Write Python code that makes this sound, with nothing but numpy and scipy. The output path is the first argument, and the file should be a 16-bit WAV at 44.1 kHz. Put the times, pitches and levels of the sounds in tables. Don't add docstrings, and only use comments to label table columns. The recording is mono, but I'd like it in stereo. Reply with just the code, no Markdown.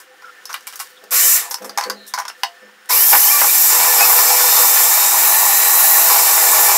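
import sys
import numpy as np
from scipy import signal
from scipy.fft import rfft, irfft, next_fast_len
from scipy.io import wavfile

SR = 44100
rng = np.random.default_rng(int(sys.argv[2]) if len(sys.argv) > 2 else 0)


def rack_gain(trim_db):
    fader = np.asarray(trim_db, float)
    return 10 ** (fader / 20)


def transcribe(u):
    v = np.clip(np.atleast_2d(u).T, -1, 1)
    q = np.round(v * 32767).astype(np.int16)
    wavfile.write(sys.argv[1], SR, q)


N = 298557


def rms_one(x):
    return x / np.sqrt(np.mean(x ** 2) + 1e-20)


def in_time(tables, quiet=-120.):
    t = np.arange(N) / SR
    out = np.full((len(tables[0][0]) - 1, N), quiet)
    for rows in tables:
        s, *columns = np.transpose(rows)
        inside = (t >= s[0]) & (t <= s[-1])
        out[:, inside] = [np.interp(t[inside], s, c) for c in columns]
    return out


def drift(rate_hz):
    points = rng.standard_normal(1000)
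    return np.interp(np.arange(N) / SR * rate_hz, np.arange(1000), points) * 0.8


def swell(start_s, rise_s, hold_s, level_db, fade_db_per_s):
    out, at = np.zeros(N + SR), round(start_s * SR)
    t = np.arange(SR) / SR
    fade_db = fade_db_per_s * np.maximum(t - rise_s - hold_s, 0)
    out[at:at + SR] = np.clip(t / max(rise_s, .001), 0, 1) * rack_gain(level_db - fade_db)
    return out[:N]


def band(x, low_hz, high_hz):
    return signal.sosfilt(signal.butter(3, [low_hz, high_hz], "band", fs=SR, output="sos"), x)


def resonate(x, hz, width):
    r = np.exp(-np.pi * width / SR)
    zeros = np.array([1, 0, -1]) * (1 - r * r) / 2
    return signal.lfilter(zeros, [1, -2 * r * np.cos(2 * np.pi * hz / SR), r * r], x)


def narrow(x, hz, width):
    return rms_one(resonate(resonate(x, hz, 3 * width), hz, width))


def colour(x, spectrum):
    hz, db = np.transpose(spectrum)
    size = next_fast_len(N)
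    grid = np.maximum(np.arange(size // 2 + 1) * SR / size, 1)
    return irfft(rfft(x, size) * rack_gain(np.interp(np.log(grid), np.log(hz), db)), size)[:N]


def room(x):
    t60_s, level_db = 0.13, -8.5
    t = np.arange(int(.4 * SR)) / SR
    tail = band(rng.standard_normal(len(t)), 230, 12800) * rack_gain(-60 * t / t60_s) * (t > .004)
    return rack_gain(level_db) * signal.fftconvolve(x, tail / np.linalg.norm(tail))[:N]


# frequency in Hz, level in dB.
ROOM_HISS = [(47, -63), (80, -47), (417, -5), (582, -17), (795, -3), (889, -11), (994, -6.5), (1810, -8),
             (2270, -13.5), (2900, -6), (3620, -10.5), (12100, -22.5), (15700, -20)]
# frequency in Hz, width in Hz, level in dB.
FAN_HUMS = [(153, 330, -65.5), (505.5, 17, -58.5), (1770, 24, -55), (1520, 530, -50), (5316, 6.9, -68),
            (6960, 10, -70), (9030, 10, -72)]


def background():
    air = rng.standard_normal((2, N))
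    hiss = rack_gain(-50 + 2.0 * drift(7.87)) * rms_one(colour(air[0], ROOM_HISS))
    hums = sum(rack_gain(db + 1.3 * drift(9)) * narrow(air[1], hz, width) for hz, width, db in FAN_HUMS)
    return hiss + hums


# frequency in Hz, width in Hz, level in dB.
TABLE_MODES = [(205, 5.8, -7), (266, 18, -9), (327, 20, -10), (393, 18, -2), (454, 22, -2), (507, 20, 4),
               (653, 39, -3.5), (827, 11, -6)]
# start in seconds, hold in seconds, level in dB, lowest mode in dB.
THUDS = [
    (1.016, 0.011, -34, -1),
    (1.114, 0.19, -47, -33),
    (1.488, .01, -38, -13),
    (1.602, 0.054, -24, -0.5),
    (1.85, 0.041, -24.5, 4),
    (2.614, 0.019, -40, 12),
    (3.128, 0.019, -26, -20),
    (3.4, 0.026, -24, -8),
    (3.56, 0.28, -41, 11),
    (3.694, .02, -28.5, -24),
]


def table():
    rise_s, fade_db_per_s = 0.019, 146
    shove = rng.standard_normal(N)
    lowest, *others = [rack_gain(db) * narrow(shove, hz, width) for hz, width, db in TABLE_MODES]
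    rings, out = sum(others), np.zeros(N)
    for s, hold, level_db, low_db in THUDS:
        out += swell(s, rise_s, hold, level_db, fade_db_per_s) * rings
        out += swell(s, rise_s, hold, level_db + low_db, 0.66 * fade_db_per_s) * lowest
    return rack_gain(-15.0) * out


# frequency in Hz, level in dB, t60 in seconds.
BODY_MODES = [(694, -7, .1), (820, -2, .055), (930, -3, .045), (1010, -1, .045), (1120, -1, .055),
              (1314, -3, .04), (1460, -5, .045), (1970, -4, .03), (2290, -4, .025), (2800, -7, .018)]
# frequency in Hz, level in dB, t60 in seconds.
SNAP_MODES = [(3730, -10, .03), (4550, 0, .025), (4850, 1, .025), (5280, 1, .03), (5650, 0, .02),
              (6150, -3, .02)]
# start in seconds, swell in seconds, hold in seconds, level in dB.
SLIDES = [
    (0.0, 0.79, .1, -36),
    (.44, .06, 0.09, -37),
    (0.674, 0.004, 0.02, -33),
    (0.7, .09, 0.03, -31),
    (1.48, .1, .01, -43),
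    (1.75, .1, .2, -42),
    (2.33, 0.077, .01, -34),
]


def slides():
    grains = rng.standard_normal(N) * rack_gain(4.5 * drift(150))
    ringing = sum(rack_gain(level_db) * resonate(grains, hz, 150) for hz, level_db, _ in SNAP_MODES)
    rubbing = rms_one(band(grains, 1500, 15600) + 0.8 * ringing)
    strokes = sum(swell(*row, 101) for row in SLIDES)
    return rack_gain(-18.5) * strokes * rubbing


# start in seconds, length in seconds, start Hz, end Hz, level in dB.
RUBS = [
    (.1, .056, 800, 795, -51),
    (.218, .1, 1520, 1330, -38.5),
    (.96, .035, 3600, 3540, -49),
    (1.93, .19, 4200, 3970, -47),
    (2.07, .07, 3680, 3600, -50),
]
# start in seconds, length
# in seconds, start Hz, end Hz, level in dB.
SQUEAKS = [(3.28, .05, 1980, 2420, -21), (3.325, .09, 2400, 2350, -26.5), (3.31, .11, 1170, 1140, -25),
           (4.0, .055, 2480, 2590, -16), (4.095, .027, 2050, 2040, -26), (4.0, .07, 1150, 1300, -26),
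           (4.07, .06, 1290, 1100, -28), (3.19, .06, 2960, 3000, -31), (3.265, .05, 2950, 3170, -29),
           (3.47, .05, 2280, 2450, -28), (3.48, .05, 3600, 3900, -32), (4.826, .018, 3250, 3300, -29),
           (6.206, .05, 4260, 4306, -33), (5.24, .16, 4200, 4280, -36)]


def squeaks():
    out = np.zeros(N)
    for rows, breadth in [(RUBS, .16), (SQUEAKS, 0.026)]:
        for s, length, start_hz, end_hz, level_db in rows:
            at, size = round(s * SR), round(length * SR)
            steps = np.arange(size) / SR * breadth * start_hz
            slow = [np.interp(steps, np.arange(200), row) for row in rng.standard_normal((2, 200))]
            glide_hz = start_hz + (end_hz - start_hz) * np.sin(np.linspace(0, np.pi / 2, size))
            phase = 2 * np.pi * np.cumsum(glide_hz) / SR
            tone = rms_one(slow[0] * np.cos(phase) + slow[1] * np.sin(phase))
            out[at:at + size] += rack_gain(level_db) * tone * signal.windows.tukey(size, .5)
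    return out


# frequency in Hz, level in dB, t60 in seconds.
LATCH_MODES = [(694, -9, 0.33), (790, -9, 0.11), (1040, -3, 0.022), (1116, -9, 0.073), (1490, -10, 0.08),
               (1780, -10, 0.073), (1980, -2, 0.061), (2880, 8, 0.019), (3009, -12, 0.18), (3110, 4, .07),
               (3770, -4, 0.043), (4390, 7, 0.048), (5100, 4, 0.029), (5870, -21.5, .08)]


def latch():
    start_s, rebound_s, rebound_db, level_db = 2.4338, 0.0024, -1, -4.5
    burst, at = np.zeros(N) + 1e-18, round(start_s * SR)
    burst[at:at + 200] = 0.041 * rng.standard_normal(200) * np.exp(-np.arange(200) / 60.)
    burst[[at, at + round(rebound_s * SR)]] += [1, rack_gain(rebound_db)]
    rings = np.zeros(N)
    for k, (hz, mode_db, t60) in enumerate(LATCH_MODES):
        rings += (-1) ** k * rack_gain(mode_db) * resonate(burst, hz, 2.8 / t60) * t60
    return rack_gain(level_db) * rings / np.max(np.abs(rings))


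# start in seconds, hollow body in dB, tick over body in dB, t60 in seconds.
PLUG = [(0.0014, -39.5, 7.5, 0.15), (0.2214, -35, -9, 0.1), (0.2557, -42, -6, 0.088),
        (0.295, -46, -20, 0.14), (0.492, -26, -9, 0.19), (0.505, -29, -5, 0.079), (0.5153, -36, 6, .1),
        (0.5624, -39, 4, 0.11), (0.608, -41, 6, .1), (0.6754, -29, 14, 0.056), (0.7256, -35, 7, 0.098),
        (0.738, -39, 8, .1), (0.7574, -36.5, 18, 0.1), (0.7925, -31, 11, 0.12), (0.799, -22, 3, 0.15),
        (1.0395, -40, 7, .09), (1.1081, -35, 22, 0.081)]
ROCKER = [
    (0.5417, -14, 3.5, 0.072),
    (0.67, -26, 10, 0.12),
    (0.803, -25, 5, 0.14),
    (0.733, -34, -5, .08),
]
LID = [(1.51, -23.5, 10.5, 0.15), (1.5844, -31, -9, 0.087), (1.6207, -33.5, -1, 0.16),
       (1.6446, -29, 4.5, 0.16), (1.7753, -9.5, -1, 0.12), (1.7844, -9.5, -4, 0.058),
       (1.82, -21.5, -11, 0.36), (2.067, -53, 24, .12), (2.0765, -54, 28, 0.15), (2.1466, -24, 2, .07),
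       (2.177, -17, -14, 0.14), (2.1866, -18.5, 1, 0.12), (2.1994, -15.5, -8, 0.12),
       (2.2195, -24, -23, 0.071), (2.434, -9, -2.5, 0.047), (2.6894, -42, -23, .09), (2.8579, -62, 25, .06),
       (2.8937, -16.5, -3, 0.2)]
CATCHES = [
    (1.6945, -27, 1, 0.081),
    (1.838, -23.5, 4, 0.077),
    (1.8988, -16.5, 1.5, 0.088),
]
THIN_CATCHES = [
    (0.4549, -42, 20, 0.077),
    (0.5288, -37, 17, 0.057),
    (1.5427, -19, 7, 0.061),
    (1.8104, -13.5, -7, 0.061),
    (2.1384, -13, -2, 0.11),
    (2.2522, -23, -8, 0.089),
    (2.2809, -23, 1, 0.11),
]
ROOTS = [
    (3.129, -5.5, -20, 0.15),
    (3.1503, -6.5, -7, 0.091),
    (3.4155, -3, -12, 0.094),
    (3.4444, -10.5, -10, 0.088),
    (4.0086, -6.5, 11.5, 0.027),
]
CHUNKS = [(3.708, -20, -23, 0.05), (3.764, -17, -25, 0.05), (3.801, -7, -25, 0.05), (3.849, -9, -25, 0.05),
          (3.939, -14, -29, 0.05), (4.008, -5, -25, 0.04), (4.099, -15, -27, 0.05), (4.13, -12, -27, 0.057),
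          (4.188, -5, -30, 0.061), (4.237, -11, -25, 0.05), (4.303, -8, -25, 0.05), (4.342, -23, -23, 0.05),
          (4.405, -8, -22, 0.05), (4.525, -11, -25, 0.05), (4.759, -9, -25, 0.05), (4.975, -12, -25, 0.05),
          (5.143, -6.5, -25, 0.05), (5.275, -11, -25, 0.046), (5.486, -14, -25, 0.044),
          (5.96, -14, -25, 0.05), (5.98, -7, -25, 0.05), (6.099, -7, -29, 0.05), (6.162, -6.5, -28, 0.05),
          (6.288, -14, -22, 0.05), (6.378, -6, -25, 0.063), (6.716, -4, -25, 0.05)]
EDGES = [
    (3.13, -9, -23, 0.11),
    (3.152, -10, -20, .08),
    (3.8, -11, -20, .06),
    (2.3, -18, -20, .04),
]
# knocks, body centre in Hz, snap centre in Hz, snap over body in dB,
# share of the tick's brightness in the snap.
STRUCK = [
    (PLUG, 1270, 5500, -1.5, 0.42),
    (LID, 890, 5800, -1.5, 0.68),
    (ROOTS, 810, 5000, -25, .3),
    (CATCHES, 1150, 4800, 4.2, 0.95),
    (THIN_CATCHES, 970, 5350, 3.4, 0.77),
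    (ROCKER, 2600, 8500, -11, 0.28),
]
ON_DISC = [
    (CHUNKS, 810, 5000, -30, .3),
    (EDGES, 2900, 4000, -20, .3),
]


def knocks(struck):
    size = 6144
    out, t = np.zeros(N + size), np.arange(size) / SR
    every_knock = [(*row, *kind) for rows, *kind in struck for row in rows]
    for s, body_db, bright_db, t60, centre_hz, snap_hz, snap_db, share in every_knock:
        t60 = np.clip(t60, .02, .3)
        soft = 1 / (1 + (.15 / t60) ** 6)
        contact = rack_gain(-60 * t / t60) * (1 - soft * np.exp(-t / 0.014))
        contact = contact + (1 - soft) * 0.36 * np.exp(-t / 0.00071)
        rattle = rng.standard_normal((3, size)) * contact
        rattle[2, :40] *= 1 + 1.2 * (1 - soft)
        body = 0.16 * band(rattle[0], 755, 2220)
        snap = 0.046 * band(rattle[1], 3300, 4900)
        hiss = band(rattle[2] * rack_gain(-25 * t / t60), 6200, 14800)
        parts = [body, snap, hiss]
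        # modes, centre in Hz, loss in dB per octave off centre, widening
        kinds = [(BODY_MODES, centre_hz, 20.0, 1), (SNAP_MODES, snap_hz, 60.0, 1.9)]
        for k, (modes, middle_hz, loss_db, wider) in enumerate(kinds):
            dying = rattle[k] * rack_gain(-120 * t / t60)
            for hz, level_db, ring_s in modes:
                strength_db = rng.normal(0, 1.2) - loss_db * np.abs(np.log2(hz / middle_hz))
                width = 2.2 / ring_s * wider
                ring = np.sqrt(400 / width) * resonate(dying, hz, width)
                parts[k] = parts[k] + rack_gain(level_db + strength_db) * ring
        at = round(s * SR)
        for part, level_db in zip(parts, [3.5, snap_db + share * bright_db + 2.0, bright_db]):
            out[at:at + size] += rack_gain(body_db + level_db) * part / np.max(np.abs(part))
    return out[:N]


# time in seconds, commutator frequency in Hz, whine in dB.
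SPEED = [
    [(1.107, 1250, -44), (1.155, 2207, -32), (1.2, 2760, -36), (1.24, 3030, -28), (1.3, 3140, -40),
     (1.35, 2780, -46), (1.388, 1990, -33), (1.44, 1000, -42), (1.48, 600, -65)],
    [(2.889, 1900, -38), (2.95, 2600, -31), (3.0, 2960, -31), (3.07, 3240, -37), (3.17, 3385, -43),
     (3.75, 3575, -35), (3.9, 3505, -38), (4.36, 3475, -38), (4.47, 3630, -29), (4.63, 3655, -30),
     (4.77, 3550, -33), (5.02, 3735, -33), (5.56, 3842, -35.5), (6.0, 3850, -35.5), (6.22, 3500, -40),
     (6.45, 3720, -34), (6.57, 3710, -34), (6.77, 3350, -42)],
]
# multiple of the turn rate, level in dB.
ROTOR_TONES = [(11, 1), (22, 0), (23, 2.5), (24, -8), (44, -6)]


def rotor():
    segments, full_speed_hz = 22, 3850
    whine_hz, whine_db = in_time(SPEED)
    whine_hz = np.maximum(whine_hz, 0)
    speed = whine_hz / full_speed_hz
    turns = np.cumsum(whine_hz / segments) / SR + .0038 * drift(50)
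    tones = rack_gain(-11) * speed ** 12 * np.sin(4 * np.pi * turns)
    for k, level_db in ROTOR_TONES:
        growth = 1 if k % segments == 0 else speed ** 26
        tones = tones + rack_gain(level_db + 2 * drift(14)) * growth * np.sin(2 * np.pi * k * turns)
    return turns, rack_gain(whine_db) * tones


# frequency in Hz, level in dB.
ROAR = [(90, -70), (170, -63), (330, -10.5), (420, 8.5), (600, -10), (800, -16), (1200, -5), (1600, -6),
        (2300, -5.5), (3300, -5), (5500, -10), (9400, -2), (13000, 9.5), (15800, 0)]
# frequency in Hz, width in Hz.
HOLLOWS = [(198, 12), (405, 45), (501, 13), (635, 14), (694, 16), (821, 40), (889, 36), (995, 50),
           (1103, 45), (1338, 30), (1450, 34), (1785, 100), (1934, 36), (2303, 75), (2532, 24), (3010, 45),
           (3727, 30), (4017, 24)]
HOLLOWS_DB = [-45, -14, 12, 5, 0, 0.5, 2, -0.5, -4, -3.5, -5, -2, -8, -1.5, -10, -15, -6.5, -9.5]
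HOLLOWS_LOOSE = [-.5, -.5, 1, -1.4, 0.19, -.6, -0.52, 0.17, 0.27, 0.18, -0.22, -0.047, 0.62, 0.16, -0.57, 1,
                 0, 0.095]
HOLLOWS_LOAD = [.1, .1, 0.98, 0.62, 0.12, 0.13, .1, 0.069, .1, .1, .1, 0.062, .1, 0.078, .1, .1, .1, .1]
HOLLOWS_LEAN = [.1, .1, -1.3, .1, 0.21, 0.49, 0.035, -0.18, 0.26, 0.23, 0.44, .6, 0.34, -0.26, 0.17, -.3,
                -0.62, .1]
# frequency in Hz, width in Hz, level in dB.
HOUSING = [(4320, 110, -11), (5200, 65, -6), (5680, 620, -4.5), (6250, 140, -1.5), (7060, 640, -0.5),
           (7370, 290, 0.5), (13420, 450, -1.5), (8044, 190, 3.5), (10830, 250, 2), (12370, 700, 2),
           (14170, 800, 0)]
HOUSING_LOAD = [0.37, .1, 0.013, .1, .4, 0.59, 0.097, 0.054, -0.54, -0.13, 0.3]
HOUSING_LEAN = [-0.22, -0.93, -1.5, -0.017, -0.11, -0.2, .4, 0.21, 0.46, -.3, 0.96]
# time in seconds, nearness in dB.
LEAN = [(1.1, -0.5), (1.5, 5.5), (2.88, -2), (3.5, 0.5), (4.1, -1), (4.6, -0.6), (5.05, 0.8), (5.35, 5.5),
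        (5.7, 3.5), (5.98, 6.5), (6.12, -1), (6.45, 2.7), (6.77, 1)]
# frequency in Hz, width in Hz, depth from 0 to 1.
DIPS = [
    (3265, 400, 0.58),
    (9130, 1440, 0.18),
    (548, 41, 0),
]


def housing(turns, tones, load_db, loose_db):
    t = np.arange(N) / SR
    sparks = rng.standard_normal((2, N)) * (1 + 0.043 * np.cos(2 * np.pi * turns))
    roar, whine = rack_gain(-4.0) * colour(sparks[0], ROAR), 1.13 * tones
    (lean_db,) = in_time([LEAN], quiet=0.)
    strain_db = np.where(t > 2, load_db, 0)
    hollows = [(*hollow, db + share * loose_db)
               for hollow, db, share in zip(HOLLOWS, HOLLOWS_DB, HOLLOWS_LOOSE)]
    shares = zip(HOLLOWS_LOAD + HOUSING_LOAD, HOLLOWS_LEAN + HOUSING_LEAN)
    for (hz, width, level_db), (loaded, leaned) in zip(hollows + HOUSING, shares):
        ring, sympathy = resonate(np.array([sparks[1], tones]), hz, width)
        uneven_db = .8 * drift(2.5) + 1.8 * drift(25)
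        roar += rack_gain(level_db + uneven_db + loaded * strain_db + leaned * lean_db) * ring
        whine += 0.45 * sympathy
    roar = roar + rack_gain(-13) * rms_one(room(band(roar, 4500, 15000))) * np.std(roar)
    lower = band(roar, 350, 4500)
    roar = roar + rack_gain(-7) * rms_one(room(lower)) * np.std(lower)
    for hz, width, depth in DIPS:
        roar = roar - depth * resonate(roar, hz, width)
    return roar, whine


# switched on in seconds, switched off in seconds, roar in dB, loose lid's rattle in dB.
RUNS = [
    (1.107, 1.36, -11.5, 8),
    (2.889, 7.0, -10.5, 0),
]
# time in seconds, load in dB.
LOAD = [
    [(1.1, -10.5), (1.2, -10), (1.35, -12.5), (1.5, 8)],
    [(2.88, -1.5), (3.0, -5.5), (3.4, -3.5), (3.68, -4), (3.72, 0), (4.0, 1), (4.3, 0.5), (4.65, -0.5),
     (5.2, -1), (5.95, -0.5), (6.1, 0), (6.4, 1), (6.77, 2.5)],
]
# start in seconds, level in dB, length in seconds.
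JOLTS = [
    (1.116, -23.5, 0.0067),
    (2.903, -20, 0.013),
    (3.118, -18, 0.019),
    (3.404, -26, 0.017),
    (3.823, -31, 0.0094),
    (3.983, -25, 0.036),
    (4.175, -32, 0.058),
    (4.561, -22.5, 0.041),
    (6.094, -23.5, 0.03),
    (6.55, -32, 0.032),
]
# level against the run in dB, dB per dB of load, jolt in dB,
# share of the loose lid's dB.
LAYERS = [
    (-2, -0.36, -35, -0.42),
    (-4, 0.14, -30, 0.37),
    (-10.5, 0.5, -9, 0.71),
    (-11.5, 1.24, -6, 0.46),
    (-26.5, 1.2, -21, 0.5),
]


def motor():
    rise_s, coast_db_per_s = 0.024, 209
    t = np.arange(N) / SR
    (load_db,) = in_time(LOAD)
    load_db = np.maximum(load_db, -40)
    power, loose_db = np.zeros(N), np.zeros(N)
    for on_s, off_s, level_db, rattle_db in RUNS:
        start = 1 - np.exp(-np.maximum(t - on_s, 0) / rise_s)
        power = power + start * rack_gain(level_db - coast_db_per_s * np.maximum(t - off_s, 0))
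        loose_db = np.where(t > on_s, rattle_db, loose_db)
    jolts = sum(swell(s, 0.0034, length, level_db, 266) for s, level_db, length in JOLTS)
    turns, tones = rotor()
    roar, out = housing(turns, tones, load_db, loose_db)
    teeth = 1 + 0.24 * np.cos(np.pi * turns)
    # low Hz, high Hz, its wavering
    layers = [(10260, 16800, rack_gain(1.7 * drift(8))),
              (5270, 9940, rack_gain(0.67 * drift(7))),
              (1380, 5310, rack_gain(1.4 * drift(40) + 0.38 * drift(9.9))),
              (726, 1210, teeth * rack_gain(1.22 * drift(60) + 0.35 * drift(16))),
              (118.5, 770, rack_gain(2.3 * drift(7)))]
    for (low, high, beat), (level_db, share, jolt_db, rattle) in zip(layers, LAYERS):
        part = band(roar, low, high) * beat
        gain = power * rack_gain(level_db + share * load_db + rattle * loose_db) + jolts * rack_gain(jolt_db)
        out = out + gain * part / np.std(part[3 * SR + 1:])
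    return out


def scene():
    hits = band(knocks(STRUCK) + latch(), 706, 21500)
    hits = hits + rack_gain(-5.5) * band(knocks(ON_DISC), 500, 12000)
    mono = background() + table() + slides() + squeaks() + hits + room(hits) + motor()
    return np.array([mono, mono])


def low_pass(x):
    return signal.sosfilt(signal.butter(12, 16880, fs=SR, output="sos"), x)


def record(dry):
    thin = signal.sosfilt(signal.butter(2, 170, "high", fs=SR, output="sos"), dry)
    limited = thin / (1 + np.abs(thin / 1.44) ** 4.3) ** (1 / 2.8)
    cut = signal.sosfilt(signal.ellip(12, .5, 60, 15720, fs=SR, output="sos"), limited)
    finished = np.clip(cut, -1, 1)
    return low_pass(finished)


dry = scene()
out = record(dry)
transcribe(out)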